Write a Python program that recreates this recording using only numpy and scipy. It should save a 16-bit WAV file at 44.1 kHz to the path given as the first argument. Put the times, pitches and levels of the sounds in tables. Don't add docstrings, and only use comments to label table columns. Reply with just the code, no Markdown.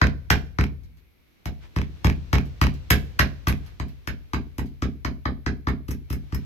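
import sys
import numpy as np
from scipy import signal
from scipy.fft import rfft, irfft
from scipy.io import wavfile
from scipy.ndimage import uniform_filter1d

SR = 44100
rng = np.random.default_rng(int(sys.argv[2]) if len(sys.argv) > 2 else 0)


def wav_out(sig):
    wavfile.write(sys.argv[1], SR, np.round(np.clip(np.atleast_2d(sig).T, -1, 1) * 32767).astype(np.int16))


N = 284443

TIME = np.arange(SR) / SR
SHORT = TIME[:SR // 5]

# (time [s], bite before the edge stops [s], pitch of the blank [Hz], load on the block [dB],
# clack level [dB], brightness [dB])
STROKES = [(0.0139, 0.002, 1555, -20, -16.5, -14), (0.301, 0.0027, 1520, -23, -16.5, 1.5),
           (0.585, 0.0011, 1328, -22, -25, -12), (1.4553, 0.00094, 786, -34, -37.5, 7),
           (1.7603, 0.0018, 1075, -25.5, -32.5, -2.5), (2.0439, 0.0015, 813, -19.5, -25.5, 1.5),
           (2.3283, 0.0018, 866, -20, -23.5, -1), (2.613, 0.0014, 1170, -20, -21, -1),
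           (2.902, 0.0041, 1710, -21, -18, 11.5), (3.19, 0.0049, 1645, -23.5, -16, -1),
           (3.469, 0.0025, 1290, -23.5, -25.5, 2), (3.797, 0.0014, 851, -32.5, -35.5, -4),
           (4.0726, 0.00096, 1486, -36, -31.5, 2.5), (4.333, 0.00095, 1206, -30, -29.5, -5.5),
           (4.581, 0.0015, 875, -31, -42, 14), (4.82, 0.0016, 1156, -28, -32, -2),
           (5.047, 0.0013, 880, -31.5, -29, -5.5), (5.2537, 0.0019, 1180, -30, -26, -18),
           (5.461, 0.0023, 1540, -29, -28, -8.5), (5.669, 0.0018, 1213, -26.5, -27, -16.5),
           (5.881, 0.0038, 1247, -31, -47, 14), (6.1, 0.0026, 1273, -30, -42.5, 14.5),
           (6.322, 0.003, 1230, -29, -42, -1)]
# (time [s], pitch [Hz], crack level [dB])
CHIP_SPLITS = [(3.4823, 4350, -35), (4.342, 1210, -54), (4.591, 898, -63), (4.827, 1320, -62),
               (5.6831, 1300, -52), (5.9073, 5620, -47), (5.9127, 6330, -45), (6.1271, 5220, -44),
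               (6.3449, 5060, -45.5), (6.347, 5180, -45.5)]


def from_db(db):
    return 10 ** (np.asarray(db) / 20)


def at_hz(table, hz):
    freqs, *columns = np.transpose(table)
    return [np.interp(np.log(hz), np.log(freqs), column) for column in columns]


def band(x, low_hz, high_hz, order=3):
    sos = signal.butter(order, [low_hz, high_hz], "band", fs=SR, output="sos")
    return signal.sosfilt(sos, x + 1e-18)


def pan(db):
    return from_db(np.array([[db], [-db]]) / 2)


def at_level(x, db, seconds):
    window = max(1, int(seconds * SR))
    power = uniform_filter1d(np.mean(x ** 2, axis=0), window, mode="constant")
    return x * from_db(db) / np.sqrt(power.max() + 1e-20)


def add(out, s, sound):
    start = max(0, int(s * SR))
    out[:, start:start + sound.shape[-1]] += sound[..., :N - start]


def convolve(x, response):
    return signal.fftconvolve(np.atleast_2d(x), np.atleast_2d(response), axes=-1)[:, :SR]


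def resonance(x, hz, width_hz):
    r = np.exp(-np.pi * width_hz / SR)
    poles = [1, -2 * r * np.cos(2 * np.pi * hz / SR), r * r]
    return (1 - r * r) / 2 * signal.lfilter([1, 0, -1], poles, x + 1e-18)


def ringing(modes, t, tuning=1):
    return sum(from_db(db - 60 * t / t60) * np.sin(2 * np.pi * hz * tuning * t) for hz, db, t60 in modes)


def noise_bands(size):
    edges = np.geomspace(22, 18000, 20)
    white = rng.standard_normal((2, 2, size))
    return [(np.sqrt(low * high), band(white[k % 2], low, high, order=2))
            for k, (low, high) in enumerate(zip(edges, edges[1:]))]


def air():
    # (frequency [Hz], relative density [dB per Hz])
    spectrum = [(25, -9), (60, -3.5), (130, -12.5), (300, -12.5), (700, -25), (1400, -25.5), (2300, -25.5),
                (4500, -29), (7000, -41), (9500, -53.5), (12700, -30.5), (15500, -52.5)]
    # (time [s], level [dB])
    course = [(0.0, -56), (0.14, -68), (1.11, -76), (1.99, -56.5), (3.2, -56.5), (4.26, -67.5),
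              (5.84, -76.5), (6.45, -57)]
    swing_share, steady_above_hz, air_db = .65, 8000, -54
    times, db = np.transpose(course)
    swing_db = swing_share * np.interp(np.arange(N) / SR, times, db - db.mean())
    swell = from_db(swing_db)
    total = 0
    for hz, noise in noise_bands(N):
        coloured = noise * from_db(*at_hz(spectrum, hz))
        total = total + coloured * (swell if hz < steady_above_hz else 1)
    return at_level(total, air_db, 2)


def hiss():
    # (frequency [Hz], width of each of two equal filters [Hz], level [dB])
    hiss_bands = [(2240, 520, -75.5), (12500, 1900, -78)]
    out = 0
    for hz, width_hz, db in hiss_bands:
        once = resonance(rng.standard_normal((2, N)), hz, width_hz)
        out = out + at_level(resonance(once, hz, width_hz), db, 2)
    return out


def workshop(build_s=0.0073):
    # (frequency [Hz], t60 [s])
    early_decay = [(50, 0.75), (200, 0.13), (500, 0.25), (1400, 0.12), (4000, 0.15), (8000, 0.089),
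                   (14000, 0.072)]
    # (frequency [Hz], t60 [s], level relative to the early part [dB])
    late_decay = [(50, 1.1, -10), (200, .75, -17), (500, .6, -18), (1400, .46, -28), (4000, .46, -22),
                  (8000, .4, -24), (14000, .3, -27)]
    # (frequency [Hz], left minus right [dB])
    balance = [(60, -4.5), (300, 1.5), (1500, -5.5), (4000, -6.5), (8000, 2), (14000, 7)]
    response = 0
    for hz, noise in noise_bands(SR):
        (early_t60,), (late_t60, late_db) = at_hz(early_decay, hz), at_hz(late_decay, hz)
        decay = from_db(-60 * TIME / early_t60) + from_db(late_db - 60 * TIME / late_t60)
        response = response + noise * decay * pan(*at_hz(balance, hz))
    response = response * (1 - np.exp(-TIME / build_s))
    return response / np.sqrt(np.sum(response ** 2) / 2)


def slides():
    # (centre time [s], standard deviation [s], level at the centre [dB])
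    rubs = [(1.646, 0.022, -54), (3.672, 0.048, -58.5)]
    t = np.arange(N) / SR
    pressure = sum(from_db(db) * np.exp(-.5 * ((t - s) / length) ** 2) for s, length, db in rubs)
    return pressure * at_level(band(rng.standard_normal((2, N)), 330, 2900, order=2), 0, 1)


def landings(pitch_hz=4500):
    # (time [s], level [dB])
    falls = [(.834, -68), (0.971, -68.5), (2.455, -60.5), (2.739, -56), (3.662, -58), (3.8823, -60.5),
             (4.6579, -62.5)]
    # (clack [dB], crack [dB], tearing [dB])
    colour_db = (-1.5, 1.5, -2.5)
    return [(s, pitch_hz, *(db + np.array(colour_db))) for s, db in falls]


def splinters(pan_db=3):
    relative_db, t60_s = -2.5, 0.096
    out = np.zeros((2, N))
    for s, hz, db in CHIP_SPLITS:
        add(out, s, ringing([(hz, db + relative_db, t60_s)], SHORT) * pan(pan_db))
    return out


def splitting():
    even_hz = 7600
    clack_db_per_octave, tearing_db = 10, 2.5
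    return [(s, hz, db + clack_db_per_octave * np.log2(even_hz / hz), db, db + tearing_db)
            for s, hz, db in CHIP_SPLITS]


def bounces(pitch_hz=2400):
    # (time after the edge stops [s], level relative to the load [dB])
    rebounds = [(0.0233, 0), (.048, -12.5), (0.0525, -2), (0.08, -21)]
    # (clack [dB], crack [dB], tearing [dB])
    colour_db = (-2, -6.5, -23.5)
    bounce_above_db = -26.5
    hold_db_per_s = 2201
    contacts = []
    for s, bite_s, _, load_db, _, _ in STROKES:
        if load_db > bounce_above_db:
            for delay_s, relative_db in rebounds:
                db = load_db - hold_db_per_s * bite_s + relative_db
                contacts.append((s + bite_s + delay_s, pitch_hz, *(db + np.array(colour_db))))
    return contacts


def small_cracks(room, table, stop_s, room_db, bite_s=0.00074, creak_db=-30, top_hz=12000):
    out = np.zeros((2, N))
    for s, pitch_hz, *levels in table:
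        sound = crack(room, levels, pitch_hz, bite_s, stop_s, room_db, window_s=.004,
                      top_hz=top_hz, creak_db=creak_db)
        add(out, s, sound)
    return out


def sway(thump_db, detune=0.056):
    # (frequency before detuning [Hz], relative level [dB], t60 [s])
    floor_modes = [(45.47, 2, 0.81), (63.5, -19, .45), (79.6, 4, 0.14)]
    middling_sway_db, middling_thump_db, growth_share = -30, -29.5, .1
    swell = 1 - np.exp(-TIME / 0.0065)
    db = middling_sway_db + growth_share * (thump_db - middling_thump_db)
    floor = from_db(db) * swell * ringing(floor_modes, TIME, 1 + detune * rng.normal())
    return floor * np.array([[1], [-.6]])


def block(room, levels, contact_s=0.002, room_db=-5, detune=0.019, thump_wall_db=-13, thump_room_db=-16):
    # (frequency before detuning [Hz], relative level [dB], t60 [s])
    block_modes = [(72.5, 3.5, 0.12), (96.4, -6.5, 0.21), (111, -5, 0.086), (142, -3, 0.06),
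                   (156.2, 3, 0.12), (204.4, -5, 0.18), (235.3, -1.5, 0.087), (268.2, -6, 0.073),
                   (290.3, -1.5, 0.028), (382, -27, 0.13)]
    # (lowest mode [Hz], highest mode [Hz])
    mode_ranges = [(40, 120), (120, 220), (220, 500)]
    # (delay [s], relative level [dB])
    reflections = [(0.0297, -3.5), (0.0604, -7), (0.0683, -13), (0.13, -19)]
    # (frequency [Hz], left minus right [dB])
    balance = [(60, 1.5), (160, -1), (360, -1)]
    radiation_low_hz = 65
    push = np.hanning(max(3, int(contact_s * SR)))
    tuning = 1 + detune * rng.normal()
    returns = [(thump_wall_db, thump_room_db), (0, room_db), (0, room_db)]
    out = 0
    for (low, high), db, (wall_db, diffuse_db) in zip(mode_ranges, levels, returns):
        modes = [mode for mode in block_modes if low <= mode[0] < high]
        struck = convolve(push, ringing(modes, TIME, tuning))[0]
        body = band(struck, max(radiation_low_hz, low / 2), 4 * high, order=3)
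        echoes = sum(from_db(gain_db + wall_db) * np.interp(TIME - delay, TIME, body, left=0)
                     for delay, gain_db in reflections)
        sound = body + echoes + from_db(diffuse_db) * convolve(body, room)
        out = out + at_level(sound, db, 0.091) * pan(*at_hz(balance, np.sqrt(low * high)))
    return out


def evened(force, size=160):
    spectrum = rfft(force, 2 * len(force))
    power = uniform_filter1d(np.abs(spectrum) ** 2, size)
    return irfft(spectrum / np.sqrt(np.abs(power) + 1e-12))[:len(force)]


def wood(force, pitch_hz, main_width_hz=330, main_db=3, shift=0.031, lag_s=0.00032):
    # (frequency before a random shift [Hz], width [Hz], level [dB])
    blank_modes = [(445, 130, -3.5), (722, 280, -1), (1030, 590, -0.5), (1287, 377, 3.5), (1668, 650, 2),
                   (2410, 910, 0.5), (3215, 290, -2), (3900, 520, -9.5), (5175, 340, -8.5),
                   (6085, 210, -12), (7515, 1200, -23.5), (11700, 1790, -16), (12520, 1500, -14),
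                   (15200, 2500, -34)]
    # (frequency [Hz], left minus right [dB])
    balance = [(500, -4.5), (1500, 6), (4000, -2), (7000, 12), (10000, 17), (15000, 25.5)]
    # (frequency [Hz], gain [dB])
    facing = [(450, -3), (1000, 8.5), (1300, 6.5), (1800, 0), (3000, 2), (6000, 2.5), (14000, -13)]
    motion, direct = 0, 0
    modes = [(hz * np.exp(shift * rng.normal()), width, db) for hz, width, db in blank_modes]
    force = force + from_db(main_db) * resonance(force, pitch_hz, main_width_hz)
    for k, (hz, width, db) in enumerate(modes):
        mode = resonance(force, hz, width) * (-1) ** k * from_db(db)
        motion = motion + mode
        pair = np.array([mode, np.interp(SHORT - lag_s, SHORT, mode, left=0)])
        direct = direct + pair * pan(*at_hz(balance, hz)) * from_db(*at_hz(facing, hz))
    return motion, direct


def in_ranges(sound, levels, window_s, top_hz, db_per_octave=9):
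    # (low edge [Hz], high edge [Hz])
    ranges = [(380, 2500), (2400, 8000), (8300, 17000)]
    clack, snap, tearing = (band(sound, *edges) for edges in ranges)
    reach_octaves = (levels[2] - levels[1] + 24) / db_per_octave
    reach_hz = np.clip(top_hz * 2 ** reach_octaves, 3300, 14000)
    snap = signal.sosfilt(signal.butter(3, reach_hz, fs=SR, output="sos"), snap)
    return sum(at_level(part, db, window_s) for part, db in zip((clack, snap, tearing), levels))


def crack(room, levels, pitch_hz, bite_s, stop_s, room_db, window_s, top_hz=5500,
          bite_db=-15, creak_db=-22, creak_s=0.0043):
    # (frequency [Hz], relative level [dB], t60 [s])
    head_modes = [(1594, -53, 0.19), (2315, -64, 0.05), (6840, -62.5, .13)]
    after = SHORT - bite_s
    rise = from_db(-bite_db * np.minimum(after, 0) / bite_s)
    burst = np.where(after < 0, rise, np.exp(-np.abs(after) / stop_s))
    stragglers = from_db(creak_db) * np.exp(-SHORT / creak_s) * rng.standard_normal(len(SHORT)) ** 2
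    force = evened((burst + stragglers) * rng.standard_normal(len(SHORT)))
    motion, direct = wood(force, pitch_hz)
    head = convolve(motion, ringing(head_modes, SHORT))[:, :len(SHORT)]
    sound = from_db(room_db) * convolve(motion, room)
    sound[:, :len(SHORT)] += direct + head
    return in_ranges(sound, levels, window_s, top_hz)


def chops(room, block_lag_s=0.003546, bass_spread=0.45, stop_s=0.0014, room_db=1):
    # (time [s], knock relative to the load [dB])
    knock = [(0, -6), (2.2, -7), (3.9, -6), (4.3, -0.5), (5.6, -1), (6.3, -7)]
    crack_db, tearing_db, crack_share = -6, -19.5, 0.27
    thump_db, thud_db = 0, -1.5
    out = np.zeros((2, N))
    bass_room = room[0] + bass_spread * room[1] * np.array([[1], [-1]])
    for s, bite_s, pitch_hz, load_db, clack_db, bright_db in STROKES:
        wood_db = clack_db + np.array([0, crack_db + crack_share * bright_db, tearing_db + bright_db])
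        block_db = load_db + np.array([thump_db, thud_db, np.interp(s, *np.transpose(knock))])
        add(out, s, crack(room, wood_db, pitch_hz, bite_s, stop_s, room_db, window_s=.02))
        add(out, s + bite_s + block_lag_s, block(bass_room, block_db) + sway(block_db[0]))
    return out


def scene():
    room = workshop()
    background = air() + hiss()
    chips = small_cracks(room, landings(), stop_s=0.00058, room_db=6)
    splits = small_cracks(room, splitting(), stop_s=0.0025, room_db=-1.5) + splinters()
    rattle = small_cracks(room, bounces(), stop_s=.0008, room_db=-7.5)
    return background + slides() + chips + splits + rattle + chops(room)


def record(dry):
    rounded = 1.535 * np.tanh(dry / 1.292)
    return signal.sosfilt(signal.ellip(10, .2, 80, 16200, fs=SR, output="sos"), rounded)


dry = scene()
out = record(dry)
wav_out(out)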